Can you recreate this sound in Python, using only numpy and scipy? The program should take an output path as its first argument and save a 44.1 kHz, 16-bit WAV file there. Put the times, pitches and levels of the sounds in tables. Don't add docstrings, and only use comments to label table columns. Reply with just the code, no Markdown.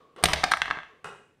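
import sys
import numpy as np
from scipy import signal
from scipy.fft import rfft, irfft, next_fast_len
from scipy.io import wavfile

SR = 44100
rng = np.random.default_rng(int(sys.argv[2]) if len(sys.argv) > 2 else 0)


def dump_mix(stems):
    frames = np.atleast_2d(stems).T
    limited = np.clip(frames, -1, 1)
    pcm = np.round(limited * 32767).astype(np.int16)
    wavfile.write(sys.argv[1], SR, pcm)


N = 61739

# start in seconds, knock level in dB, knock centre in Hz, hardness low-pass
# in Hz, slap level in dB, crack level in dB, thump level in dB, thump centre in Hz, room send in dB.
CONTACTS = [ (.2272, -44, 1200, 3030, -61.5, -49.5, -41.5, 200, 16),
            (.2379, -19.5, 1100, 4940, -18, -18.5, -23, 130, -8),
            (0.2565, -23, 3750, 8100, -21, -30.5, -28.5, 100, -7),
            (.2860, -29, 1700, 4000, -36, -40.5, -50.5, 100, 6.5),
            (0.3333, -31.5, 3000, 6030, -19.5, -37, -31, 100, -10),
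            (0.3603, -37.5, 1800, 3020, -37.5, -63, -49.5, 200, 10),
            (0.4348, -26, 750, 1990, -42, -54, -49, 250, -8),
            (.4387, -20, 890, 2400, -21.5, -42.5, -33, 325, -5),
            (.5140, -34, 1800, 3000, -48, -39.5, -81, 200, -5),
            (.5179, -18, 1150, 2400, -25, -36.5, -44.5, 200, -4.5),
            (0.5367, -18, 1440, 3270, -35, -49, -58, 60, -22),
            (0.5712, -30.5, 1300, 3000, -59, -47, -47, 70, -7),
            (.6185, -20, 2120, 5400, -38, -46, -42, 80, -5),
            (0.6574, -31, 1580, 2680, -62.5, -61, -50, 75, 0),
            (0.6804, -33, 1470, 2370, -48, -79.5, -46, 300, -17),
            (.7030, -33, 1800, 2800, -47, -75.5, -44, 300, -3),
            (0.7103, -22, 1600, 2800, -43, -77, -45, 300, -4),
            (.7570, -43.5, 1700, 1915, -62, -88.5, -73, 250, 1),
            (0.772, -38.5, 1700, 1910, -60, -90, -45, 280, -17),
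            (.7880, -35, 1750, 2234, -73, -77, -73, 280, -11.5),
            (.8025, -44, 1670, 1797, -75, -85, -77, 320, -6),
            (.8330, -45, 2170, 2800, -75, -81, -68, 250, -7), ]
# frequency in Hz, level in dB, T60 in seconds.
SHELL_MODES = [(726, -12, 0.067), (763.3, -4.5, .06), (941, -4.5, 0.012), (1176, -10, 0.03),
               (1289, 1, 0.017), (1628.6, 1, 0.026), (1831, -1.5, 0.021), (2065, 0, 0.014),
               (2615, -0.5, 0.01), (3058, 5, 0.0071), (3400, 3, .013), (3930, -1, 0.01), (5700, 6, 0.0047),
               (6760, 0.5, 0.0065)]
TABLE_MODES = [(47.6, -8.5, 0.04), (74.1, -2, 0.59), (104, -11.5, .15), (161.7, 1, 0.17),
               (195.3, -1.5, 0.11), (252.6, -2, 0.1), (315, 3.5, .08), (380, 1.5, .08), (431, 5, 0.078),
               (597, 1, 0.14)]
CANDY_MODES = [(3640, -22.5, 0.29), (3845, -19.5, 0.32), (8500, -20.5, .05), (12950, -22, .03)]
# start in seconds, level in dB, room send in dB.
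FAR_TAPS = [(0.1622, -49, 9), (1.0436, -37.5, 9.5)]
# start in seconds, level in dB.
HOLLOW_KNOCKS = [(.001, -48.5), (.179, -35.5), (.882, -50)]
# frequency in Hz, gain in dB.
SLAP_SPECTRUM = [(100, -25), (450, -16.5), (650, 6), (1200, -8), (2000, 3), (2750, -6.5), (3700, 0),
                 (4700, -5), (5700, -8.5), (7200, -16.5), (9000, -21.5), (12000, -32.5), (16000, -45)]
CRACK_SPECTRUM = [(1000, -8.5), (4000, -7.5), (5600, -5), (7400, -10.5), (8800, 2.5), (9900, -6.5),
                  (11000, -16), (13200, -11.5), (14200, -29.5), (16000, -42.5)]
TAP_SPECTRUM = [(60, -17), (160, -1.5), (300, -2.5), (420, 3.5), (600, -10.5), (950, 1.5), (1400, 4),
                (1800, -8), (2300, -4), (3200, -12.5), (4300, -18), (6500, -26.5), (9000, -16.5),
                (11000, -33), (15000, -47.5)]
HOLLOW_SPECTRUM = [(100, -28), (300, -14.5), (450, 0.5), (580, -7), (800, -15.5), (1000, -14), (1110, 1.5),
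                   (1250, -11), (1500, -22.5), (2700, -24.5), (3700, -24.5), (4500, -31), (12000, -51)]
ECHO_SPECTRUM = [(60, -1), (300, -2), (700, 2), (1300, -5.5), (2600, -2.5), (6000, -6), (9000, -9.5),
                 (14000, -4.5)]
ROOM_TONE_SPECTRUM = [(25, -14.5), (150, 0.5), (400, -5.5), (1000, -14), (2500, -18), (5000, -30.5),
                      (10000, -34), (16000, -44.5)]
# frequency in Hz, T60 in seconds.
ROOM_T60_S = [(100, 0.45), (400, 0.56), (1000, 0.42), (2800, 0.55), (4500, 0.45), (7000, 0.62),
              (14000, 0.41)]
# frequency in Hz, gain in dB.
SIDE_SPECTRUM = [(100, -39), (3500, -46), (4800, -22.5), (7000, -10.5), (9500, -18.5), (12500, -2.5)]

SHORT_SAMPLES, LONG_SAMPLES = 2048, 24576
SHELL_RADIATES_ABOVE_HZ = 877
ROOM_DELAY_S, ROOM_BUILD_S, ROOM_TONE_DB = 0.0023, 0.0027, -68.5
PEAK_LIMIT, BAND_LIMIT_HZ = 0.95, 16300
RIGHT_LEAN_DB, LEAN_ABOVE_HZ = 2.5, 11300


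def tumble():
    out = np.zeros(N)
    for (start_s, knock_db, knock_hz, hardness_hz,
         slap_db, crack_db, thump_db, thump_hz, send_db) in CONTACTS:
        hit = amp(thump_db) * table_thump(thump_hz)
        add(hit, 0, amp(knock_db) * shell_knock(knock_hz, hardness_hz))
        add(hit, 0, amp(slap_db) * board_slap())
        add(hit, 0, amp(crack_db) * edge_crack())
        add(hit, 0, amp(crack_db) * candy_ring())
        add(out, start_s, in_room(hit, send_db))
    return out


def shell_knock(centre_hz, hardness_hz):
    modes = struck_modes(SHELL_MODES, centre_hz, spread_octaves=0.79, detune=0.015)
    shell = ring(modes, scatter_db=3.56, samples=2 * SHORT_SAMPLES)
    radiated = cut(shell, SHELL_RADIATES_ABOVE_HZ, "high", order=4)
    return normalise(cut(radiated, hardness_hz, "low", order=2))


def board_slap():
    return burst(SLAP_SPECTRUM, t60_s=0.026, attack_s=0.00017)


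def edge_crack():
    return burst(CRACK_SPECTRUM, t60_s=0.018, attack_s=0.0009)


def table_thump(centre_hz):
    modes = struck_modes(TABLE_MODES, centre_hz, spread_octaves=1.4, detune=0.005)
    boom = ring(modes, scatter_db=0.5, samples=LONG_SAMPLES)
    return normalise(cut(boom, 790, "low", order=2))


def candy_ring():
    return ring(CANDY_MODES, scatter_db=1.5, samples=LONG_SAMPLES // 2)


def far_taps():
    out = np.zeros(N)
    for start_s, level_db, send_db in FAR_TAPS:
        tap = amp(level_db) * burst(TAP_SPECTRUM, t60_s=0.019, attack_s=0.0005)
        add(out, start_s, in_room(tap, send_db))
    return out


def hollow_knocks():
    out = np.zeros(N)
    for start_s, level_db in HOLLOW_KNOCKS:
        knock = burst(HOLLOW_SPECTRUM, t60_s=0.83, attack_s=0.002, samples=LONG_SAMPLES)
        add(out, start_s, amp(level_db) * knock)
    return out


def in_room(x, send_db):
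    hz, time_s, bands = signal.stft(rng.standard_normal(LONG_SAMPLES), SR, nperseg=256)
    bands = bands * np.exp(-np.log(1000) * time_s / along(ROOM_T60_S, hz)[:, None])
    build_up = 1 - np.exp(-np.maximum(clock(LONG_SAMPLES) - ROOM_DELAY_S, 0) / ROOM_BUILD_S)
    tail = signal.istft(bands, SR, nperseg=256)[1][:LONG_SAMPLES] * build_up
    response = amp(send_db) * colour(tail / np.linalg.norm(tail), ECHO_SPECTRUM)
    response[0] += 1
    return signal.fftconvolve(x, response)


def room_tone():
    noise = colour(rng.standard_normal(N), ROOM_TONE_SPECTRUM)
    return amp(ROOM_TONE_DB) * noise / noise.std()


def struck_modes(modes, centre_hz, spread_octaves, detune):
    struck = []
    for hz, db, t60_s in modes:
        loss_db = 20 * np.log10(1 + (np.log2(hz / centre_hz) / spread_octaves) ** 2)
        struck.append((hz * (1 + detune * rng.standard_normal()), db - loss_db, t60_s))
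    return struck


def ring(modes, scatter_db, samples):
    out = np.zeros(samples)
    for hz, db, t60_s in modes:
        gain = amp(db + scatter_db * rng.standard_normal())
        out += gain * np.sin(2 * np.pi * hz * clock(samples)) * fade(t60_s, samples)
    return out


def burst(spectrum, t60_s, attack_s, samples=SHORT_SAMPLES):
    envelope = fade(t60_s, samples) * (1 - np.exp(-clock(samples) / attack_s))
    return normalise(colour(rng.choice([-1, 1], samples) * envelope, spectrum))


def colour(x, spectrum):
    size = 2 * next_fast_len(len(x) * 2 // 3)
    gain = amp(along(spectrum, np.fft.rfftfreq(size, 1 / SR)))
    cepstrum = irfft(np.log(gain), size)
    cepstrum[1:size // 2] *= 2
    cepstrum[size // 2 + 1:] = 0
    return irfft(rfft(x, size) * np.exp(rfft(cepstrum)), size)[:len(x)]


def cut(x, hz, kind, order):
    return signal.sosfilt(signal.butter(order, hz, kind, fs=SR, output="sos"), x)


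def normalise(x):
    return x / np.sqrt(np.sum(x ** 2) / (0.01 * SR) + 1e-20)


def along(points, hz):
    point_hz, values = np.transpose(points)
    return np.interp(np.log(hz + 1), np.log(point_hz + 1), values)


def fade(t60_s, samples):
    return np.exp(-np.log(1000) * clock(samples) / t60_s)


def clock(samples):
    return np.arange(samples) / SR


def amp(db):
    return 10 ** (np.asarray(db) / 20)


def add(track, start_s, x):
    start = max(0, round(start_s * SR))
    track[start:start + len(x)] += x[:len(track) - start]


def scene():
    mid = tumble() + far_taps() + hollow_knocks() + room_tone()
    scatter = rng.standard_normal(SHORT_SAMPLES) * fade(0.025, SHORT_SAMPLES)
    scattered = signal.fftconvolve(mid, scatter / np.linalg.norm(scatter))[:N]
    side = colour(scattered, SIDE_SPECTRUM)
    return np.array([mid + side, mid - side])


def record(dry):
    rounded = dry / (1 + np.abs(dry / PEAK_LIMIT) ** 6) ** (1 / 6)
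    size = next_fast_len(N + SR // 2)
    hz = np.fft.rfftfreq(size, 1 / SR)
    shelf = 1 - 1 / (1 + (hz / LEAN_ABOVE_HZ) ** 20)
    lean = amp(np.outer([-1, 1], RIGHT_LEAN_DB * shelf))
    low_pass = 1 / np.sqrt(1 + (hz / BAND_LIMIT_HZ) ** 160)
    return irfft(rfft(rounded, size) * lean * low_pass, size)[:, :N]


dry = scene()
out = record(dry)
dump_mix(out)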